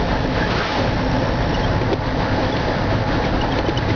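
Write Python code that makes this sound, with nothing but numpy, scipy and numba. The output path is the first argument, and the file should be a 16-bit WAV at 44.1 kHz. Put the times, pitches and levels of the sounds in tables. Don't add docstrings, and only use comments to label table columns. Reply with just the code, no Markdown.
import sys
import numpy as np
from scipy import signal
from scipy.fft import rfft, irfft, next_fast_len
from scipy.io import wavfile
from scipy.ndimage import uniform_filter1d
from numba import njit

SR = 44100
rng = np.random.default_rng(int(sys.argv[2]) if len(sys.argv) > 2 else 0)


def wav_record(signal):
    frames = np.transpose(np.atleast_2d(signal))
    bounded = np.clip(frames, -1, 1)
    quanta = np.round(bounded * 32767).astype(np.int16)
    wavfile.write(sys.argv[1], SR, quanta)


N = 174195

# (frequency [Hz], relative level per Hz [dB])
RATTLE_SPECTRUM = [(300, -9), (900, -1.5), (1300, -7), (2100, 3), (3000, -1), (4000, -0.5), (5200, -8.5),
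                   (6500, -16)]


def undb(db):
    return 10 ** (np.asarray(db) / 20)


def unit(x):
    return x / np.sqrt(np.mean(x ** 2) + 1e-20)


def clock():
    return np.arange(N) / SR


def curve(rows):
    return np.interp(clock(), *np.array(rows, float).T)


def noise(gain):
    size = next_fast_len(N)
    hz = np.maximum(np.arange(size // 2 + 1) * SR / size, 1)
    spectrum = rfft(rng.standard_normal(size)) * gain(hz)
    return unit(irfft(spectrum, size)[:N])


def resonance(hz, width_hz):
    return noise(lambda f: 1 / (1 + ((f ** 2 - hz ** 2) / (f * width_hz)) ** 2))


def colour(points, f):
    hz, db = np.array(points, float).T
    return undb(np.interp(np.log(f), np.log(hz), db))


def walk(rate):
    step = max(int(SR / rate), 1)
    held = np.repeat(rng.standard_normal(N // step + 2), step)
    held = held[rng.integers(step):][:N]
    return unit(uniform_filter1d(uniform_filter1d(held, step), step))


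def steady(x, span_s):
    span = max(int(span_s * SR), 1)
    return x / np.sqrt(uniform_filter1d(x ** 2, span) + 1e-9)


def tone(hz):
    return np.sqrt(2) * np.sin(2 * np.pi * (np.cumsum(hz) / SR + rng.random()))


def engine():
    # (time [s], firing rate before jitter [Hz])
    firing_hz = [(0, 58.3), (1.0, 58.35), (1.8, 58.55), (2.4, 58.9), (3.1, 59.5), (3.95, 60.1)]
    speed_jitter = .0015
    hz = curve(firing_hz) * (1 + speed_jitter * walk(8))
    cycle = np.cumsum(hz) / SR % 1
    return drone(hz) + hum(hz) + clatter(cycle) + whistle(cycle)


def rough_order(multiple, hz):
    waver_db, rough_db = 1.5, 1.5
    level = undb(waver_db * walk(9) + rough_db * walk(35))
    return steady(level * tone(multiple * hz), .3)


def drone(hz):
    multiples = [.82, 1, 3, 5, 9, 10, 11, 12, 14]
    # (under load [dB], throttle eased [dB])
    multiple_levels = [(-35, -36), (-30.5, -31.5), (-32.5, -37.5), (-46.5, -38), (-41, -41.5), (-41, -40.5),
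                       (-38.5, -35.5), (-40.5, -50), (-45.5, -45)]
    pull = load()
    total = 0
    for multiple, (loaded_db, eased_db) in zip(multiples, multiple_levels):
        level_db = eased_db + (loaded_db - eased_db) * pull
        total = total + undb(level_db) * rough_order(multiple, hz)
    return total


def load():
    ease_s, ease_length_s = 1.85, 0.39
    return np.clip(.5 - (clock() - ease_s) / ease_length_s, 0, 1)


def hum(hz):
    # (time [s], level [dB])
    hum_level = [(0, -39.5), (.25, -27), (.6, -40.5), (1.0, -27), (1.4, -33), (2.0, -30), (2.5, -29),
                 (2.7, -34), (3.95, -37)]
    return undb(curve(hum_level)) * rough_order(4.38, hz)


def clatter(cycle):
    clatter_hz, clatter_width_hz, clatter_db = 1745, 460, -38.5
    ticking_db = -39.5
    gate = np.exp(-cycle / 0.53)
    knock = undb(clatter_db) * unit(gate * resonance(clatter_hz, clatter_width_hz))
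    ticking = undb(ticking_db) * unit(gate * noise(lambda f: colour(RATTLE_SPECTRUM, f)))
    return knock + ticking


def whistle(cycle):
    # (time [s], level [dB])
    whistle_level = [(0, -51), (.8, -48), (1.1, -45), (1.65, -46.5), (1.95, -57), (2.2, -71.5)]
    whistle_hz, width_hz = 5480, 200
    pulses = np.exp(-cycle / 0.64)
    return undb(curve(whistle_level)) * steady(pulses * resonance(whistle_hz, width_hz), .06)


def drivetrain():
    # (time [s], pitch before jitter [Hz])
    whine_hz = [(0, 856), (1.8, 856), (2.5, 848), (3.0, 839), (3.5, 836), (3.95, 844)]
    whine_db, rough_db, pitch_jitter = -37.5, 3, .004
    pitch = curve(whine_hz) * (1 + pitch_jitter * walk(30))
    return undb(whine_db + rough_db * walk(22)) * tone(pitch)


def burst(age):
    return age * np.exp(1 - age)


def bumps():
    # (time [s], panel thud before mode levels [dB], rattle peak [dB], rattle length [s])
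    bump_rows = [(0.779, -14.5, -37, .006), (0.93, -20, -30.5, .006), (1.216, -15.5, -38, .005),
                 (1.811, -12.5, -25, 0.0067), (1.914, -7, -46, .006), (1.929, -0.5, -19, 0.0081),
                 (2.381, -11.5, -36, .005), (2.527, -15, -43, .005), (2.566, -13, -24.5, 0.0053),
                 (2.682, -12.5, -42, .005), (2.919, -11.5, -43, 0.0054), (3.096, -15, -38, .008),
                 (3.247, -15, -26, .007), (3.553, -15.5, -36, .006), (3.586, -5.5, -19, 0.0054),
                 (3.642, -11.5, -48, .005), (3.683, -7, -21, 0.0044), (3.69, -11, -25.5, .007),
                 (3.782, -18, -24.5, 0.0067), (3.884, -14, -31, 0.014), (3.899, -14, -32, 0.016)]
    # (frequency before detune [Hz], level before scatter [dB], 60 dB decay time [s])
    panel_modes = [(286, -4, .055), (342, -2, 0.042), (433, -2.5, 0.044), (548, -9, 0.04),
                   (790, -15.5, 0.05)]
    scatter_db, detune = 1.5, 0.033
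    rebound_s, rebound_db = 0.0056, -6
    judder_hz, judder_width_hz, judder_peak_s, judder_db = 370, 260, .007, -22
    thuds, shaken, judder = np.zeros((3, N))
    mode_hz, mode_db, t60 = np.array(panel_modes).T[:, :, None]
    sign = (-1) ** np.arange(len(panel_modes))[:, None]
    spots = rng.standard_normal((len(bump_rows), 2, len(panel_modes), 1))
    for (at, thud_db, rattle_db, length), (louder, sharper) in zip(bump_rows, spots):
        near = (clock() >= at) & (clock() < at + .1)
        age = clock()[near] - at
        gain = sign * undb(mode_db + scatter_db * louder)
        pitch = mode_hz * (1 + detune * sharper)

        def ring(s):
            decay = np.exp(-np.log(1000) * s / t60)
            return np.sum(gain * np.sin(2 * np.pi * pitch * s) * decay, axis=0)

        rebound = undb(rebound_db) * ring(np.maximum(age - rebound_s, 0))
        thuds[near] += undb(thud_db) * (ring(age) + rebound)
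        judder[near] += undb(thud_db + judder_db) * burst(age / judder_peak_s)
        shaken[near] += undb(rattle_db) * burst(age / (length / 2))
    body = judder * resonance(judder_hz, judder_width_hz)
    rattle = shaken * noise(lambda f: colour(RATTLE_SPECTRUM, f))
    return thuds + body + rattle


def chirps():
    # (loudest at [s], pitch there before slip [Hz], level [dB], length [s], glide [octaves/s])
    chirp_rows = [(1.544, 2926, -33, 0.0088, -10), (1.552, 2900, -27, .012, -1),
                  (1.641, 3170, -28.5, 0.01, -4), (1.65, 3200, -30, .008, 0),
                  (2.527, 3350, -27.5, 0.01, -6), (2.541, 3390, -31, .010, -4),
                  (3.196, 1480, -33, .016, -19), (3.245, 2290, -27.5, .011, -17.5),
                  (3.259, 1817, -30, 0.013, -21.5), (3.417, 2924, -21.5, .010, 4),
                  (3.434, 2980, -42, .010, 0.5), (3.525, 3200, -27, 0.011, -2.5),
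                  (3.667, 2980, -27.5, 0.0083, 2), (3.777, 2960, -18.5, 0.0088, -6),
                  (3.906, 2050, -27, 0.0079, 5)]
    pitch_rough, octave_db = 0.017, -22
    hiss_hz, hiss_width_hz, hiss_db = 5430, 900, -16.5
    echo_s, echo_db = .012, -21.5
    trim = np.zeros(N)
    hiss = undb(hiss_db) * resonance(hiss_hz, hiss_width_hz)
    slip = 1 + pitch_rough * walk(600)
    for at, hz, db, length, glide in chirp_rows:
        near = np.abs(clock() - at) < length
        age = clock()[near] - at
        phase = 2 * np.pi * np.cumsum(hz * 2 ** (glide * age) * slip[near]) / SR
        swell = np.exp(-(2 * age / length) ** 2)
        voice = np.sin(phase) + undb(octave_db) * np.sin(2 * phase) + hiss[near]
        trim[near] += np.sqrt(2) * undb(db) * swell * voice
    return trim + undb(echo_db) * np.roll(trim, int(echo_s * SR))


def pass_by(at, half):
    return 1 / (1 + ((clock() - at) / half) ** 2)


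def oncoming_car():
    # (loudest at [s], half length [s], centre there [Hz], width [Hz], level [dB], glide [octaves/s])
    swishes = [(0.432, 0.035, 1680, 230, -24, 0.95), (0.551, .09, 430, 110, -25, -.5),
               (.53, .08, 1200, 1000, -28, -.5), (.628, 0.042, 1370, 380, -23.5, -1.6)]
    # (frequency [Hz], relative level per Hz [dB])
    spray_spectrum = [(300, -22), (1000, -1.5), (2400, 0.5), (3700, -2), (5200, -6), (5800, -14.5),
                      (6500, -14.5)]
    spray_s, spray_half_s, spray_db, flutter_db = .62, 0.18, -26, 1.5
    tyres = 0
    for at, half, hz, width, db, glide in swishes:
        pitch = hz * 2 ** (glide * np.clip(clock() - at, -2 * half, 2 * half))
        band = noise(lambda f: 1 / (1 + (2 * f / width) ** 2)) * tone(pitch)
        tyres = tyres + undb(db) * steady(band, .04) * pass_by(at, half)
    spray = undb(spray_db + flutter_db * walk(70)) * noise(lambda f: colour(spray_spectrum, f))
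    return tyres + spray * pass_by(spray_s, spray_half_s)


def cab():
    # (time [s], level before trim [dB])
    shake_level = [(0, -26), (0.17, -25), (0.45, -31), (0.7, -32), (0.95, -28), (1.3, -23.5), (1.8, -26.5),
                   (2.0, -27), (2.33, -30), (2.6, -30.5), (3.0, -30), (3.38, -21.5), (3.65, -28),
                   (3.95, -35)]
    # (time [s], level before trim [dB])
    boom_level = [(0, -29.5), (0.52, -27), (0.7, -28.5), (0.86, -22.5), (1.05, -29), (1.28, -22.5),
                  (1.58, -27.5), (1.72, -21.5), (1.9, -20), (2.18, -30.5), (2.31, -23.5), (2.43, -25.5),
                  (2.55, -27), (2.74, -30), (2.99, -19), (3.08, -26.5), (3.7, -26), (3.8, -21.5)]
    # (frequency [Hz], width [Hz], level [dB])
    cab_rings = [(23.15, 2.4, -36), (138, 40, -33), (285, 56, -41), (524, 29, -47.5), (846.6, 34, -39)]
    shake_hz, shake_width_hz, shake_trim_db = 39, 28, -1.5
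    boom_hz, boom_width_hz, boom_trim_db = 103.3, 31.4, 0.5
    shake = undb(curve(shake_level) + shake_trim_db) * steady(resonance(shake_hz, shake_width_hz), 0.13)
    boom = undb(curve(boom_level) + boom_trim_db) * steady(resonance(boom_hz, boom_width_hz), 0.1)
    rings = sum(undb(db) * steady(resonance(hz, width), 0.37) for hz, width, db in cab_rings)
    return shake + boom + rings


def road():
    # (frequency [Hz], relative level per Hz before the low cut [dB])
    road_spectrum = [(76, -32.5), (130, -0.5), (196, -6), (263, -3), (389, -10), (531, -4), (606, -10),
                     (636, -8), (749, -10), (854, -8.5), (958, -11), (1200, -16.5), (1750, -15),
                     (2320, -24.5), (4530, -26.5), (6500, -41), (8450, -72.5), (14300, -120)]
    road_db, low_cut_hz = -21.5, 139
    swell_db, shake_db, flicker_db = .5, 1, 1.02
    rest = noise(lambda f: colour(road_spectrum, f) / np.sqrt(1 + (low_cut_hz / f) ** 8))
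    bands = 0
    for edge_hz in (280, 560, 1120, 2240, 4480):
        low_pass = signal.butter(4, edge_hz, fs=SR, output="sos")
        band = signal.sosfiltfilt(low_pass, rest)
        bands = bands + band * undb(flicker_db * walk(28.01))
        rest = rest - band
    shared_db = swell_db * walk(2.8) + shake_db * walk(35)
    return undb(road_db + shared_db) * (bands + rest)


def wet_stretch():
    loudest_s, half_length_s = 2.5, .45
    hiss_hz, width_hz, hiss_db = 4900, 1300, -44.5
    swell = np.exp(-((clock() - loudest_s) / half_length_s) ** 2)
    return undb(hiss_db) * swell * resonance(hiss_hz, width_hz)


def lull(x):
    lull_s, half_length_s, dip_db, below_hz = .705, 0.098, -7, 400
    low = signal.sosfiltfilt(signal.butter(2, below_hz, fs=SR, output="sos"), x)
    dip = undb(dip_db * np.exp(-((clock() - lull_s) / half_length_s) ** 2))
    return x + low * (dip - 1)


def scene():
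    truck = engine() + drivetrain() + cab() + road() + wet_stretch()
    return (bumps() + chirps() + oncoming_car() + lull(truck))[None]


@njit
def duck(over, attack, hold, release):
    out, cut, wait = np.zeros(len(over)), 0., 0.
    for i in range(len(over)):
        if over[i] > cut:
            cut += (over[i] - cut) * attack
            wait = hold
        elif wait > 0:
            wait -= 1
        else:
            cut = max(cut - release, 0.)
        out[i] = cut
    return out


def record(dry):
    limit_db, look_ahead_s, top_hz = -10, 0.0022, 6300
    attack_s, hold_s, release_db_per_s = 0.00076, 0.036, 48
    over_db = 20 * np.log10(np.abs(dry[0]) + 1e-9) - limit_db
    attack = 1 - np.exp(-1 / (attack_s * SR))
    cut_db = duck(over_db, attack, float(hold_s * SR), release_db_per_s / SR)
    early_cut_db = np.interp(clock() + look_ahead_s, clock(), cut_db)
    limited = dry * undb(-early_cut_db)
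    low_pass = signal.firwin(141, top_hz, window=("kaiser", 9), fs=SR)
    return signal.fftconvolve(limited, low_pass[None], mode="same")


dry = scene()
out = record(dry)
wav_record(out)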